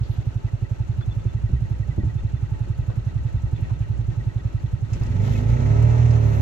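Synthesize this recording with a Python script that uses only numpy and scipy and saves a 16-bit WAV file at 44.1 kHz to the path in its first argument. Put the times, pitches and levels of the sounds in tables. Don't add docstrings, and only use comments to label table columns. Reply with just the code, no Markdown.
import sys
import numpy as np
from scipy import signal
from scipy.fft import rfft, irfft, next_fast_len
from scipy.io import wavfile

SR = 44100
rng = np.random.default_rng(int(sys.argv[2]) if len(sys.argv) > 2 else 0)


def transcribe(u):
    v = np.clip(np.atleast_2d(u).T, -1, 1)
    q = np.round(v * 32767).astype(np.int16)
    wavfile.write(sys.argv[1], SR, q)


N = 282974
TIME = np.arange(N) / SR
SIZE = next_fast_len(N + SR // 2)
FREQS = np.fft.rfftfreq(SIZE, 1 / SR)

# t/s, firing rate f/Hz
SPEED = [(0.0, 11.684), (0.9, 10.955), (1.5, 11.081), (1.9, 11.202), (2.6, 11.004), (3.3, 10.771),
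         (4.3, 10.867), (5.0, 10.509), (5.01, 22), (5.07, 20.7), (5.14, 24), (5.22, 25.9), (5.3, 26.2),
         (5.38, 26.1), (5.45, 27.4), (5.506, 29.6), (5.596, 33), (5.692, 36.1), (5.806, 37.9),
         (5.952, 39.4), (6.05, 39.2), (6.2, 37.2), (6.42, 34.8)]
# f/Hz, likeness (0-1, scaled per noise),
# phase by which left leads/rad, left minus right level/dB
PORTS = [(48.6, 0.3, 0.5, 2), (99, 1, 0.47, -6), (218, 0.06, -0.13, -2.5), (350, 0.7, -1.5, -4.5),
         (620, 0.87, -2, -5.5), (1200, 0.06, -2, 0.5), (1830, 0.97, -4.5, 0), (2690, 0.06, -6, 1.5),
         (4800, 0.05, -10, 4), (7200, 0.04, -9.5, 7.5), (9150, 1, -40.5, -2), (14300, 0.8, -24.5, 1.5)]
# t/s, relative level/dB, hardness/(dB per octave)
THUDS = [(1.25, -26.5, 2), (1.493, -25.5, 1.5), (1.535, -21, -2), (1.979, -18.5, 5), (2.035, -19, 1.5),
         (2.235, -26, 0), (2.672, -31.5, 4), (2.821, -31, -4), (3.194, -31, -3.5), (3.371, -28.5, -4.5),
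         (3.466, -41, 7.5), (3.52, -27, 2.5), (3.589, -27.5, 4.5), (4.08, -26.5, 0.5), (4.953, -27, 0.5),
         (5.01, -22.5, -1.5), (5.594, -28, 7.5), (6.397, -29, 3)]


def amp(db):
    return 10 ** (np.asarray(db) / 20)


def evened(x):
    return x / np.sqrt(np.mean(x ** 2) + 1e-20)


def curves(rows, at=TIME):
    s, *columns = np.transpose(rows)
    return [np.interp(at, s, c) for c in columns]


def spectra(rows):
    hz, *columns = np.transpose(rows)
    return [np.interp(np.log(FREQS + 1), np.log(hz), c) for c in columns]


def add(mix, s, sound):
    part = mix[..., max(round(s * SR), 0):][..., :sound.shape[-1]]
    part += sound[..., :part.shape[-1]]


def wander(rate):
    steps = TIME[::32]
    hz = np.fft.rfftfreq(len(steps), steps[1])
    spectrum = rfft(rng.standard_normal(len(steps))) * np.exp(-(hz / rate) ** 2)
    return evened(np.interp(TIME, steps, irfft(spectrum, len(steps))))


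def arch(at, middle, half_length):
    return np.exp(-np.minimum(((at - middle) / half_length) ** 2, 50))


def swells(rows):
    return sum(amp(db) * arch(TIME, middle, half_length) for middle, half_length, db in rows)


def bursts(times, delay, length):
    out, t = np.zeros(N), np.arange(SR // 8) / SR
    for s in times:
        add(out, s, np.exp(-((t - delay) / length) ** 2))
    return out


def bay_db():
    # f/Hz, full width at half the lift in dB/Hz, lift/dB
    modes = [(239, 13, 7.5), (410.6, 25, 5), (615, 3.3, 6.5), (876.3, 15, 14), (961, 31, 4.5),
             (1301, 40, 11), (1525, 71, 6.5), (1780, 73, 1.5), (2678, 21, 11), (4130, 600, 5.5)]
    return sum(db / (1 + (2 * (FREQS - hz) / width) ** 2) for hz, width, db in modes)


def peak_db(hz, half_width):
    return -20 * np.log10(1 + ((FREQS - hz) / half_width) ** 2)


def at_ports(left, right):
    _, phase, side_db = spectra(PORTS)
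    lean = amp(side_db)
    pair = np.array([left * lean * np.exp(1j * phase), right])
    return irfft(pair * np.sqrt(2 / (1 + lean ** 2)), SIZE)[:, :N]


def noise(colour_db, likeness=0.63):
    same = np.clip(likeness * spectra(PORTS)[0], 0, 1)
    a, b = rfft(rng.standard_normal((2, SIZE))) * amp(colour_db)
    return evened(at_ports(a, same * a + np.sqrt(1 - same ** 2) * b))


def ringing(colour_db):
    cepstrum = irfft(colour_db * np.log(10) / 20, SIZE)
    causal = (np.arange(SIZE) < SIZE // 2) * (np.arange(SIZE) > 0)
    response = np.exp(rfft(2 * cepstrum * causal))
    return response / abs(irfft(response, SIZE)).max()


def firings():
    cycles = np.cumsum(curves(SPEED)[0]) / SR - .06
    return TIME[1:][np.diff(np.floor(cycles)) > 0]


def octaves(rate):
    return np.log2(rate / max(top for _, top in SPEED))


def throttle_at(at):
    # t/s, throttle (0-1)
    pedal = [(4.87, 0), (4.94, 0.6), (5.1, 0.75), (5.25, 0.88), (6.14, 0.7), (6.3, 0.74)]
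    return np.clip(curves(pedal, at)[0], 0, 1)


def load_at(at):
    lag_s = .14
    return np.minimum(throttle_at(at), throttle_at(at - lag_s))


def roughness(at):
    share, half_length_s, faint_thud_db = 0.21, 0.34, -53.5
    lifts = [share * (db - faint_thud_db) * arch(at, s, half_length_s) for s, db, _ in THUDS]
    return np.max(lifts, axis=0)


def exhaust(times, shut_db, open_db, pipe_delay, uneven_db, open_uneven_db, between):
    # f/Hz, relative level/dB
    shut_colour = [(20, -40.5), (32, -34.5), (46, -5.5), (74, -8), (108, 4), (126, 1), (150, -9.5),
                   (180, -28), (250, -46), (430, -46.5), (1300, -61.5), (3000, -85.5)]
    # f/Hz, relative level/dB
    open_colour = [(20, -42), (38, -27.5), (52, -4.5), (76, -3.5), (90, -4.5), (107, 2), (122, 4.5),
                   (135, -1.5), (157, -13), (192, -26.5), (237, -27.5), (315, -44.5), (620, -57.5),
                   (1300, -52), (4000, -75), (12000, -120)]
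    # middle t/s, half length/s, level change/dB
    soft_spells = [(5.055, .02, -7), (5.34, .21, -4.8), (5.635, .015, -3)]
    beat_db_per_octave, afterbeat_per_db = 5, .04
    load = load_at(times)
    rate = curves(SPEED, times)[0]
    size = amp((uneven_db + open_uneven_db * load) * rng.standard_normal(len(times)))
    size *= amp(sum(db * arch(times, middle, half_length) for middle, half_length, db in soft_spells))
    at = np.round(abs(times + pipe_delay) * SR).astype(int)
    soft, hard = np.zeros((2, SIZE))
    soft[at] = amp(shut_db) * size * (1 - load) ** 2
    after = np.round(rng.uniform(.008, .03, len(times)) * SR).astype(int)
    soft[at + after] = afterbeat_per_db * roughness(times) * soft[at]
    hard[at] = amp(open_db + beat_db_per_octave * octaves(rate)) * size * load
    labour = np.clip((35 - rate) / 4, 0, 1) * (rate > 23)
    half_cycle = np.round(SR / rate / 2).astype(int)
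    hard[at + half_cycle] = between * labour * hard[at]
    total = rfft(soft) * ringing(spectra(shut_colour)[0] + bay_db())
    total = total + rfft(hard) * ringing(spectra(open_colour)[0] + bay_db())
    return at_ports(total, total)


def clatter(times, shut_db, open_db, throb, flutter_db, idle_ring):
    # f/Hz, relative level with throttle shut/dB, relative level with it open/dB
    colours = [(60, 2, -1.5), (177, -3.5, 1.5), (342, 0.5, -12.5), (434, -7, -11), (760, -9.5, -8.7),
               (1075, -15.5, -17.5), (1910, -18, -14.5), (2880, -21.5, -25), (4870, -31.5, -35),
               (6200, -27, -25.5), (8020, -33.5, -37.5), (8700, -52, -71.5), (10400, -40, -48),
               (12400, -42, -50), (14000, -58, -67)]
    roar_db_per_octave, throttle_db = 7.5, 11.5
    throttle = throttle_at(TIME)
    shut, wide = spectra(colours)
    idle = amp(shut_db) * noise(shut + idle_ring * bay_db(), likeness=0.22)
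    roar = amp(open_db + roar_db_per_octave * octaves(curves(SPEED)[0]))
    roar = roar * noise(wide + bay_db(), likeness=1.6)
    roar *= 1 + throb * bursts(times, delay=0.019, length=0.011)
    blend = np.sqrt(1 - throttle) * idle + np.sqrt(throttle) * roar
    return amp(throttle_db * throttle + flutter_db * wander(rate=35)) * blend


def ride(lumpy_db, thud_db, contact):
    # f/Hz, relative level/dB
    turf_colour = [(15, -44), (30, -17), (45, 1), (65, 7), (110, -9.5), (150, -5), (220, -20), (400, -52),
                   (1000, -81)]
    # nominal f/Hz (detuned at each thud), relative level/dB, t60/s
    body_modes = [(52.5, -8.5, 0.16), (71, 9, 0.17), (124, 1, 0.24), (198, 0.5, 0.1), (242, -7, 0.099),
                  (354, -7.5, 0.088), (402, -14, 0.098), (540, -17, 0.029), (650, -28, 0.12),
                  (796, -33.5, 0.075)]
    smooth_db, load_db = -37, 3
    rumble_db = smooth_db + roughness(TIME) + load_db * load_at(TIME) + lumpy_db * wander(rate=11.0)
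    rumble = amp(rumble_db) * noise(spectra(turf_colour)[0])
    thuds, t = np.zeros(N), np.arange(SR // 3) / SR
    for s, db, hardness in THUDS:
        ring = np.zeros(len(t))
        for hz, mode_db, t60 in body_modes:
            decay = amp(mode_db + hardness * np.log2(hz / 125) - 60 * t / t60)
            ring += decay * np.sin(2 * np.pi * hz * rng.uniform(0.867, 1.03) * t)
        add(thuds, s, amp(db + thud_db) * ring * (1 - np.exp(-t / contact)))
    thuds = rfft(thuds, SIZE)
    return rumble + at_ports(thuds, thuds)


def cycle_sounds(times, level_db, scatter_db, slack, rise):
    # place in the cycle (0-1), relative level/dB, f/Hz, half width/Hz,
    # decay time to 1/e/s
    strike_table = [(.2, -46.5, 353, 30, 0.016), (.5, -51, 551, 30.3, 0.05),
                    (.36, -55, 1922, 34.24, 0.0098), (.19, -52.5, 1312, 70, 0.006),
                    (.25, -60.5, 2650, 303.4, 0.011), (.26, -54.5, 3740, 521, .005),
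                    (.55, -61, 4380, 200, 0.0044), (.56, -59.5, 2690, 131, 0.0066),
                    (.1, -60, 2610, 40, 0.019), (.75, -63, 2845, 39, 0.016), (0.61, -55, 1323, 70, 0.011),
                    (.85, -59, 6700, 1100, 0.0085), (0.86, -67.5, 11200, 1100, 0.013),
                    (0.918, -48.5, 856, 47, 0.012)]
    out, t = np.zeros((2, N)), np.arange(SR // 16) / SR
    for place, db, hz, half_width, decay in strike_table:
        strikes = np.zeros(N)
        envelope = (1 - np.exp(-t / (rise * decay))) * np.exp(-t / decay)
        scatter = rng.standard_normal((len(times), 2))
        for s, period, (size, late) in zip(times, np.diff(times), scatter):
            add(strikes, s + period * (place + slack * late), amp(scatter_db * size) * envelope)
        out += amp(db + level_db) * strikes * noise(peak_db(hz, half_width), likeness=1.0)
    return out


def rattles(level_db, width):
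    # t/s, relative level/dB, decay time to 1/e/s, centre f/Hz
    loose_parts = [(0.033, -53, 0.044, 3970), (0.108, -54.5, 0.076, 3510), (0.365, -53, 0.0093, 1200),
                   (1.009, -43, 0.014, 1390), (1.009, -51, 0.0088, 3600), (1.982, -26, .009, 350),
                   (2.031, -30, .007, 310), (2.895, -44, 0.021, 1200), (2.897, -40, 0.032, 557),
                   (3.148, -49, .015, 650), (3.464, -45, 0.022, 700), (3.561, -53, 0.011, 3340),
                   (3.575, -52.5, 0.05, 2300), (3.62, -53.5, 0.089, 2370), (3.699, -41, 0.015, 880),
                   (3.819, -50.5, 0.03, 2270), (4.933, -43, 0.012, 5800), (4.934, -46, .018, 2300),
                   (5.035, -42.5, 0.0028, 5000), (5.036, -51, .002, 13000), (5.065, -47.5, 0.0044, 6000),
                   (5.218, -49, 0.0027, 6700), (5.28, -36, .012, 800), (5.826, -46, .004, 6500),
                   (5.826, -52, 0.0034, 12500), (6.108, -43.5, 0.006, 4870)]
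    out, t = np.zeros((2, N)), np.arange(SR // 5) / SR
    for s, db, decay, hz in loose_parts:
        edges = [hz / (1 + width), min(hz * (1 + width), SR / 2 - 1)]
        band = signal.butter(2, edges, "bandpass", fs=SR, output="sos")
        grain = evened(signal.sosfilt(band, rng.standard_normal((2, len(t)))))
        add(out, s, amp(db + level_db) * np.exp(-t / decay) * grain)
    return out


def squeak(hz, half_width_hz):
    # middle t/s, half length/s, level/dB
    whistles = [(.13, 0.029, -69), (6.35, 0.12, -64)]
    return swells(whistles) * noise(peak_db(hz, half_width_hz), likeness=5.3)


def chirps(level_db, fall_hz_per_s, length, waver_hz, pan_db):
    # middle t/s, relative level/dB, middle f/Hz before the waver
    belt_table = [(.487, -54, 1940), (.655, -56.5, 1940), (1.031, -52.5, 3470), (1.12, -51.5, 3460),
                  (1.205, -64, 3495), (1.297, -60, 3460), (1.38, -58, 1925), (1.475, -54.5, 1916),
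                  (1.57, -55, 1916), (1.66, -58, 1920), (1.75, -59, 1940), (1.835, -53, 1900),
                  (1.918, -51.5, 1980), (2.012, -50.5, 1920), (2.105, -54, 1920), (2.192, -60, 3570),
                  (2.198, -61, 1910), (2.285, -55, 1910), (2.372, -62, 3480), (2.46, -60, 1920),
                  (2.55, -57, 1870), (2.647, -57, 1920), (3.097, -53.5, 1906), (3.105, -63, 3830),
                  (3.192, -55, 1920), (3.292, -57, 1890), (3.38, -64, 3565), (3.383, -57, 1915),
                  (3.472, -53, 1890), (3.565, -58, 3495), (3.657, -51.5, 1890), (3.755, -64, 3570),
                  (3.757, -60, 1930), (3.85, -55, 1910), (3.945, -60, 1930), (4.12, -56.5, 1840),
                  (4.21, -52, 1914), (4.307, -53, 1914), (4.402, -62, 3450), (4.403, -56, 1910),
                  (4.495, -62, 1910), (4.583, -61, 1920), (4.67, -58, 1890), (4.765, -61, 1900),
                  (4.86, -65, 1910), (5.06, -53, 1940), (5.345, -58, 2020), (5.358, -46.5, 2560),
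                  (5.375, -51, 2170)]
    steady_above_hz = 3000
    out, t = np.zeros(N), np.arange(-SR // 25, SR // 25) / SR
    waver = waver_hz * wander(rate=94)
    for s, db, hz in belt_table:
        fall = fall_hz_per_s * (hz < steady_above_hz) * t
        pitch = hz - fall + np.resize(waver[round(s * SR):], len(t))
        tone = np.sqrt(2) * np.sin(2 * np.pi * np.cumsum(pitch) / SR)
        add(out, s + t[0], amp(db + level_db) * arch(t, 0, length) * tone)
    tone = rfft(out, SIZE)
    return at_ports(tone * amp(pan_db), tone * amp(-pan_db))


def clutch(steady_db, grain_db):
    # middle t/s, half length/s, level before graining/dB
    slips = [(4.96, 0.062, -68), (5.265, 0.043, -52.5), (5.355, 0.058, -50), (5.5, 0.028, -54.5)]
    # f/Hz, relative level/dB
    hiss_colour = [(500, -32), (1500, -7), (2100, 5), (2600, -5), (3100, 1), (4800, -7), (6800, -4.5),
                   (9000, -23.5), (12000, -12.5), (15500, -34.5)]
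    scrub = amp(steady_db) * throttle_at(TIME) + swells(slips)
    grains = amp(grain_db * np.tanh(wander(rate=170)))
    return scrub * grains * noise(spectra(hiss_colour)[0], likeness=.6)


def drone(level_db, half_db, waver_db):
    # f/Hz, relative level/dB
    frame = [(55, -42), (110, -42), (175, -46), (235, -47.5), (330, -52), (400, -45.5), (440, -48),
             (520, -45), (640, -46.5), (780, -54), (880, -55.5), (980, -53), (1300, -62)]
    # multiple of the firing rate, extra level/dB
    loud_orders = [(2.5, 21), (3.5, 20), (5, 2), (6, -13), (7, 7), (8, 3), (9, 4), (11, 8), (12, -2),
                   (15, 1), (16, 3), (22, -6), (23, -2)]
    dulling_db, dulling_from_hz = 11, 250
    load = load_at(TIME)
    on = load > 0
    rate = curves(SPEED)[0]
    cycles = (np.cumsum(rate) / SR)[on]
    frame_db, out = spectra(frame)[0] + bay_db(), np.zeros(N)
    for order in np.arange(2, 33, .5):
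        extra_db = half_db * (order % 1 > 0)
        extra_db += sum(db for multiple, db in loud_orders if multiple == order)
        hz = order * rate[on]
        dull_db = dulling_db * octaves(rate[on]) * np.log2(np.maximum(hz / dulling_from_hz, 1))
        db = np.interp(hz, FREQS, frame_db) + extra_db + dull_db + waver_db * wander(rate=6.9)[on]
        out[on] += amp(db) * np.sin(2 * np.pi * (order * cycles + rng.random()))
    tone = rfft(amp(level_db) * np.sqrt(2) * load ** 2 * out, SIZE)
    return at_ports(tone, tone)


def boom(engine, ring_s):
    # middle t/s, half length/s, multiple of firing rate, lift/dB
    lifted_orders = [(5.17, .075, 4, 7.5), (5.185, .055, 7, 14), (5.285, .045, 5, 7.5), (5.3, .12, 11, -7),
                     (5.35, .11, 2, 4), (5.38, .08, 3, 8), (5.55, .06, 2, 4), (5.55, .08, 7, 5.5),
                     (5.6, .05, 4, -3)]
    cycles, window = np.cumsum(curves(SPEED)[0]) / SR, np.hanning(round(ring_s * SR))
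    out = engine.copy()
    for middle, half_length, order, db in lifted_orders:
        turn = np.exp(2j * np.pi * order * cycles)
        line = signal.oaconvolve(engine / turn, window[None] / window.sum(), "same")
        out += (amp(db) - 1) * arch(TIME, middle, half_length) * 2 * (line * turn).real
    return out


def scene():
    times = firings()
    engine = exhaust(times, shut_db=-13.0, open_db=-7.0, pipe_delay=0.003045, uneven_db=0.06,
                     open_uneven_db=2.03, between=.42)
    engine += drone(level_db=3.8, half_db=-19, waver_db=2)
    engine = boom(engine, ring_s=.11)
    engine += clatter(times, shut_db=-44.5, open_db=-47.5, throb=1.0, flutter_db=1, idle_ring=0.81)
    engine += cycle_sounds(times, level_db=3.5, scatter_db=2, slack=.012, rise=.6)
    body = ride(lumpy_db=2, thud_db=-3, contact=0.0022)
    body += rattles(level_db=-1, width=0.25)
    whistle = squeak(hz=11500, half_width_hz=350)
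    belt = chirps(level_db=1.5, fall_hz_per_s=4200, length=.0105, waver_hz=14, pan_db=-1)
    belt += clutch(steady_db=-61.5, grain_db=4.0)
    return engine + belt + body + whistle


def record(dry):
    edge_hz = 15750
    low_pass = signal.firwin(511, edge_hz, window=("kaiser", 9), fs=SR)
    return signal.oaconvolve(dry, low_pass[None], "same")


dry = scene()
out = record(dry)
transcribe(out)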